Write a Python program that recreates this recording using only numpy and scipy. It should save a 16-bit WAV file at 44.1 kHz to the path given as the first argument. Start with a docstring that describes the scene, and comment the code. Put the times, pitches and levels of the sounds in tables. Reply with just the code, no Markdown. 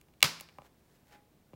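"""A disc is prised off the hub of a clear plastic tray in a small room, close to the microphone.
The hub lets go with one sharp snap, a cluster of short slips; lighter contacts tick and knock around it.
Every contact rings the same plastic modes, its lows arriving last, and the room answers with a decaying tail.
Grains of noise swell as rubs of plastic on plastic, one with a ringing tone, over a faint rumble and hiss."""
import sys
import numpy as np
from scipy import signal
from scipy.fft import rfft, irfft, next_fast_len
from scipy.io import wavfile

SR = 44100
rng = np.random.default_rng(int(sys.argv[2]) if len(sys.argv) > 2 else 0)


def dump(signal):
    """Clip the signal to [-1, 1] and save it as 16-bit WAV at the path in sys.argv[1]."""
    limited = np.clip(np.atleast_2d(signal).T, -1, 1)
    pcm = np.round(limited * 32767).astype(np.int16)
    wavfile.write(sys.argv[1], SR, pcm)


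N = 68355   # length in samples
PADDED = next_fast_len(N + SR // 2)   # room for echoes to run past the end without wrapping round
HZ = np.maximum(np.fft.rfftfreq(PADDED, 1 / SR), 1)
T = np.arange(N) / SR   # seconds


def from_db(db):
    """Decibels to gain."""
    return 10 ** (np.asarray(db) / 20)


def rms_one(x):
    """Scale to unit rms."""
    return x / np.sqrt(np.mean(x ** 2) + 1e-20)


def at_hz(points, hz):
    """Read a table of (Hz, value) along log frequency."""
    f, value = np.transpose(points)
    return np.interp(np.log(hz), np.log(f), value)


def filtered(x, response):
    """Pass a signal through a frequency response."""
    return irfft(rfft(x, PADDED) * response, PADDED)[:N]


def resonance(hz, width_hz):
    """Response of one mode, gain 1 on top."""
    return 1 / (1 + 1j * (HZ ** 2 - hz ** 2) / (HZ * width_hz))


def contacts(rows):
    """Force of short contacts: impulses, each with its own colour, the lows trailing the highs."""
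    # Centres of the bands in which each contact's force is given, [Hz].
    bands_hz = [150, 400, 850, 1700, 4000, 11000]
    lag_cycles, lag_knee_hz = 1.6, 71.6   # delay in seconds = lag_cycles / (frequency + knee)
    low_cut_hz = 62   # the small plates radiate little deep bass
    force = 0
    for start_s, *band_dbs in rows:
        colour = from_db(at_hz(list(zip(bands_hz, band_dbs)), HZ))
        force = force + colour * np.exp(-2j * np.pi * HZ * start_s)
    lag = np.exp(-2j * np.pi * lag_cycles * np.log(1 + HZ / lag_knee_hz))
    low_cut = HZ ** 2 / (HZ ** 2 + low_cut_hz ** 2)
    return irfft(force * lag * low_cut, PADDED)[:N]


def tray(force):
    """The short ring of disc and tray, heard directly: strong modes and a dense shimmer of weak ones."""
    # Modes of disc and tray ringing together.
    # Each row: frequency in Hz, width in Hz, gain at its peak in dB.
    mode_rows = [(146, 32, -7), (265, 110, -15.5), (394, 110, -22), (575, 94, -10), (813, 80, -12.5),
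                 (1072, 120, -11), (1235, 80, -7.5), (1710, 220, -11.5), (2323, 150, -1), (2445, 43, -4.5),
                 (2796, 240, 1.5), (3400, 310, -2), (3980, 170, -3.5), (4550, 180, -10), (4998, 250, -9),
                 (5650, 410, -15.5), (6430, 260, -6), (7420, 520, -12.5), (8480, 300, -15.5),
                 (10400, 550, -12.5), (11200, 180, -16.5), (12800, 400, -24), (15530, 800, -12)]
    shimmer_db, shimmer_t60_s = -16.5, 0.027
    shimmer_hz, shimmer_width_hz = 3660, 2700
    modes = sum(from_db(db) * resonance(hz, width_hz) for hz, width_hz, db in mode_rows)
    dying_noise = rng.standard_normal(N) * from_db(-60 * T / shimmer_t60_s)
    weak_modes = rms_one(dying_noise) / np.sqrt(N)   # unit energy
    shimmer = rfft(weak_modes, PADDED) * resonance(shimmer_hz, shimmer_width_hz)
    return filtered(force, modes + from_db(shimmer_db) * shimmer)


def room(force):
    """After a short gap, dense early reflections and a tail that dies band by band, plus one low mode."""
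    # The room's colour in answer to a unit contact. Each row: frequency in Hz, level in dB.
    colour = [(80, -27.5), (160, -21), (350, -22.5), (550, -17.5), (750, -21), (1100, -12.5), (1700, -18),
              (2300, -12.5), (3400, -16.5), (5000, -10.5), (6500, -19), (9000, -22.5), (15500, -28.5)]
    # Late decay. Each row: frequency in Hz, time to fall 60 dB in s.
    late_t60 = [(150, 0.42), (1000, .48), (2700, .42), (5500, .44), (9000, .35), (15000, .29)]
    gap_s, rise_s = 0.01, 0.003
    early_t60_s, early_db = 0.094, 5.5   # early level is relative to the start of the late tail
    hum_hz, hum_width_hz, hum_db = 165.5, 3, -4.5   # narrow, so this low hum hangs on
    age = np.maximum(T - gap_s, 0)
    rise = np.minimum(age / rise_s, 1)
    early = from_db(early_db - 60 * age / early_t60_s)
    white = rfft(rng.standard_normal(N), PADDED)
    tail = 0
    edges = np.geomspace(50, 18000, 22)   # band edges in Hz
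    for low, high in zip(edges, edges[1:]):
        band = irfft(white * ((HZ >= low) & (HZ < high)), PADDED)[:N]
        late = from_db(-60 * age / at_hz(late_t60, np.sqrt(low * high)))
        flat_gain = np.sqrt(2 * (high - low) / SR / N)   # equal energy per Hz before the colour
        tail = tail + rms_one(band * (late + early) * rise) * flat_gain
    hum = from_db(hum_db) * resonance(hum_hz, hum_width_hz)
    return filtered(force, rfft(tail, PADDED) * from_db(at_hz(colour, HZ)) + hum)


def treble_shelf(db):
    """Lift or lower the top, half of the change in dB at the corner."""
    corner_hz = 4940
    return from_db(db * HZ ** 4 / (HZ ** 4 + corner_hz ** 4))


def swell(peak_s, attack_s, release_s):
    """Exponential rise to a peak, then exponential fall."""
    return np.exp(-np.maximum((peak_s - T) / attack_s, (T - peak_s) / release_s))


def rubbing():
    """Plastic sliding on plastic: each stroke is a swell of dense, tiny, uneven slips."""
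    # Each row: peak in s, attack in s, release in s, level at the peak in dB, treble shelf in dB.
    strokes = [(0.56, .03, 0.042, -71, 4), (0.667, .03, 0.0089, -61.5, 1), (0.961, .16, .07, -71, 5.5),
               (1.085, 0.028, 0.022, -68, 8), (1.130, 0.025, 0.02, -58.5, -1.5),
               (1.143, 0.016, .036, -59.5, -8.5)]
    # Colour of the friction ahead of each stroke's treble shelf. Each row: frequency in Hz, level in dB.
    colour = [(100, -12.5), (330, -2), (550, -2.5), (850, -1.5), (1100, -6), (1650, -1.5), (2400, -6),
              (2900, -9.5), (5000, -12.5), (7000, -15.5), (10000, -20.5), (15500, -17.5)]
    grains_per_s, grain_db = 9000, 1.5   # mean density; mean random boost before its cap
    out = 0
    for peak_s, attack_s, release_s, db, treble_db in strokes:
        slips = rng.random(N) < grains_per_s / SR
        boost = from_db(grain_db * np.minimum(rng.exponential(1, N), 4))
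        grains = slips * rng.standard_normal(N) * boost
        friction = rms_one(filtered(grains, from_db(at_hz(colour, HZ)) * treble_shelf(treble_db)))
        out = out + from_db(db) * swell(peak_s, attack_s, release_s) * friction
    return out + singing()


def singing():
    """The rubbed disc rings: narrow noise gives a tone of wandering phase, swelling with the last strokes."""
    ring_hz, pass_width_hz, ring_db = 825, 10, -61   # the resonance is passed twice
    peak_s, attack_s, release_s = 1.148, 0.031, 0.053
    ring = signal.hilbert(filtered(rng.standard_normal(N), resonance(ring_hz, pass_width_hz) ** 2))
    tone = rms_one(np.cos(np.angle(ring)))   # keep the phase, even out the level
    return from_db(ring_db) * swell(peak_s, attack_s, release_s) * tone


def background():
    """Steady room rumble and faint hiss: noise with a fixed colour."""
    # Each row: frequency in Hz, relative level in dB.
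    colour = [(25, -9.5), (50, 1.5), (90, 0), (145, 0.5), (250, -1), (450, -6.5), (800, -11.5), (1300, -18),
              (2500, -21), (6000, -26), (12000, -27.5), (15500, -23.5)]
    floor_db = -66   # overall rms
    noise = filtered(rng.standard_normal(PADDED), from_db(at_hz(colour, HZ)))
    return from_db(floor_db) * rms_one(noise)


def scene():
    """Contacts on the tray, each slip stirring the room in its own way, then the rubbing and the background."""
    # The hub slips, lets go and clatters, then the tray thumps back.
    # Each row: start in seconds before the lag, then force in dB at each contact band before the low cut.
    snap_rows = [(0.22665, -4.5, -0.5, 11.5, 17, 18, 2.5), (0.2281, 13.5, 20, 23.5, 24.5, 20.5, 19.5),
                 (0.2294, -0.5, 2.5, -1.5, 3.5, 13, 15), (0.2380, 26, 18, 5.5, -8, -9.5, -10.5)]
    # Light contacts of disc and fingers. Each row: the same columns, start in seconds and force in dB.
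    tap_rows = [(0.0130, -27, -29.5, -22, -22, -31, -22), (0.085, -27.5, -15, -20, -29, -41.5, -42),
                (0.138, -27, -25, -29, -29.5, -36, -41), (0.2058, -29, -19, -20, -15.5, -20.5, -22),
                (0.2172, -20, -26, -12, -21.5, -21, -27), (0.3997, -28, -17, -38, -4, -19, -15.5),
                (0.4093, -2.5, 3, 2, -15, -14.5, -3.5), (0.488, -9.5, -9.5, -13, -19, -24, -40),
                (0.494, -13, -8, -21, -18.5, -34, -36.5), (0.5850, 4.5, 1.5, 11.5, -10, -32, -29),
                (0.6188, -11, -6, -2.5, -22.5, -31.5, -38), (0.648, -13, -12.5, -9, -32, -38, -40),
                (1.338, -5.5, -7, -29, -43, -47, -51), (1.5330, 8.5, 9, -2, -22.5, -40, -44),
                (1.539, 3, -6.5, -17.5, -28, -34, -43)]
    tap_room_db = -7   # light contacts stir the room less than the snap
    slips = [contacts([row]) for row in snap_rows]
    taps = contacts(tap_rows)
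    direct = tray(sum(slips) + taps)
    echo = sum(room(slip) for slip in slips) + from_db(tap_room_db) * room(taps)
    return (direct + echo + rubbing() + background())[None]


def record(dry):
    """At the microphone's output, peaks are rounded and the top is cut steeply."""
    cutoff_hz = 15900
    low_pass = signal.ellip(10, 0.3, 70, cutoff_hz, fs=SR, output="sos")   # 0.3 dB ripple, 70 dB stop
    return signal.sosfilt(low_pass, np.tanh(dry))


dry = scene()
out = record(dry)
dump(out)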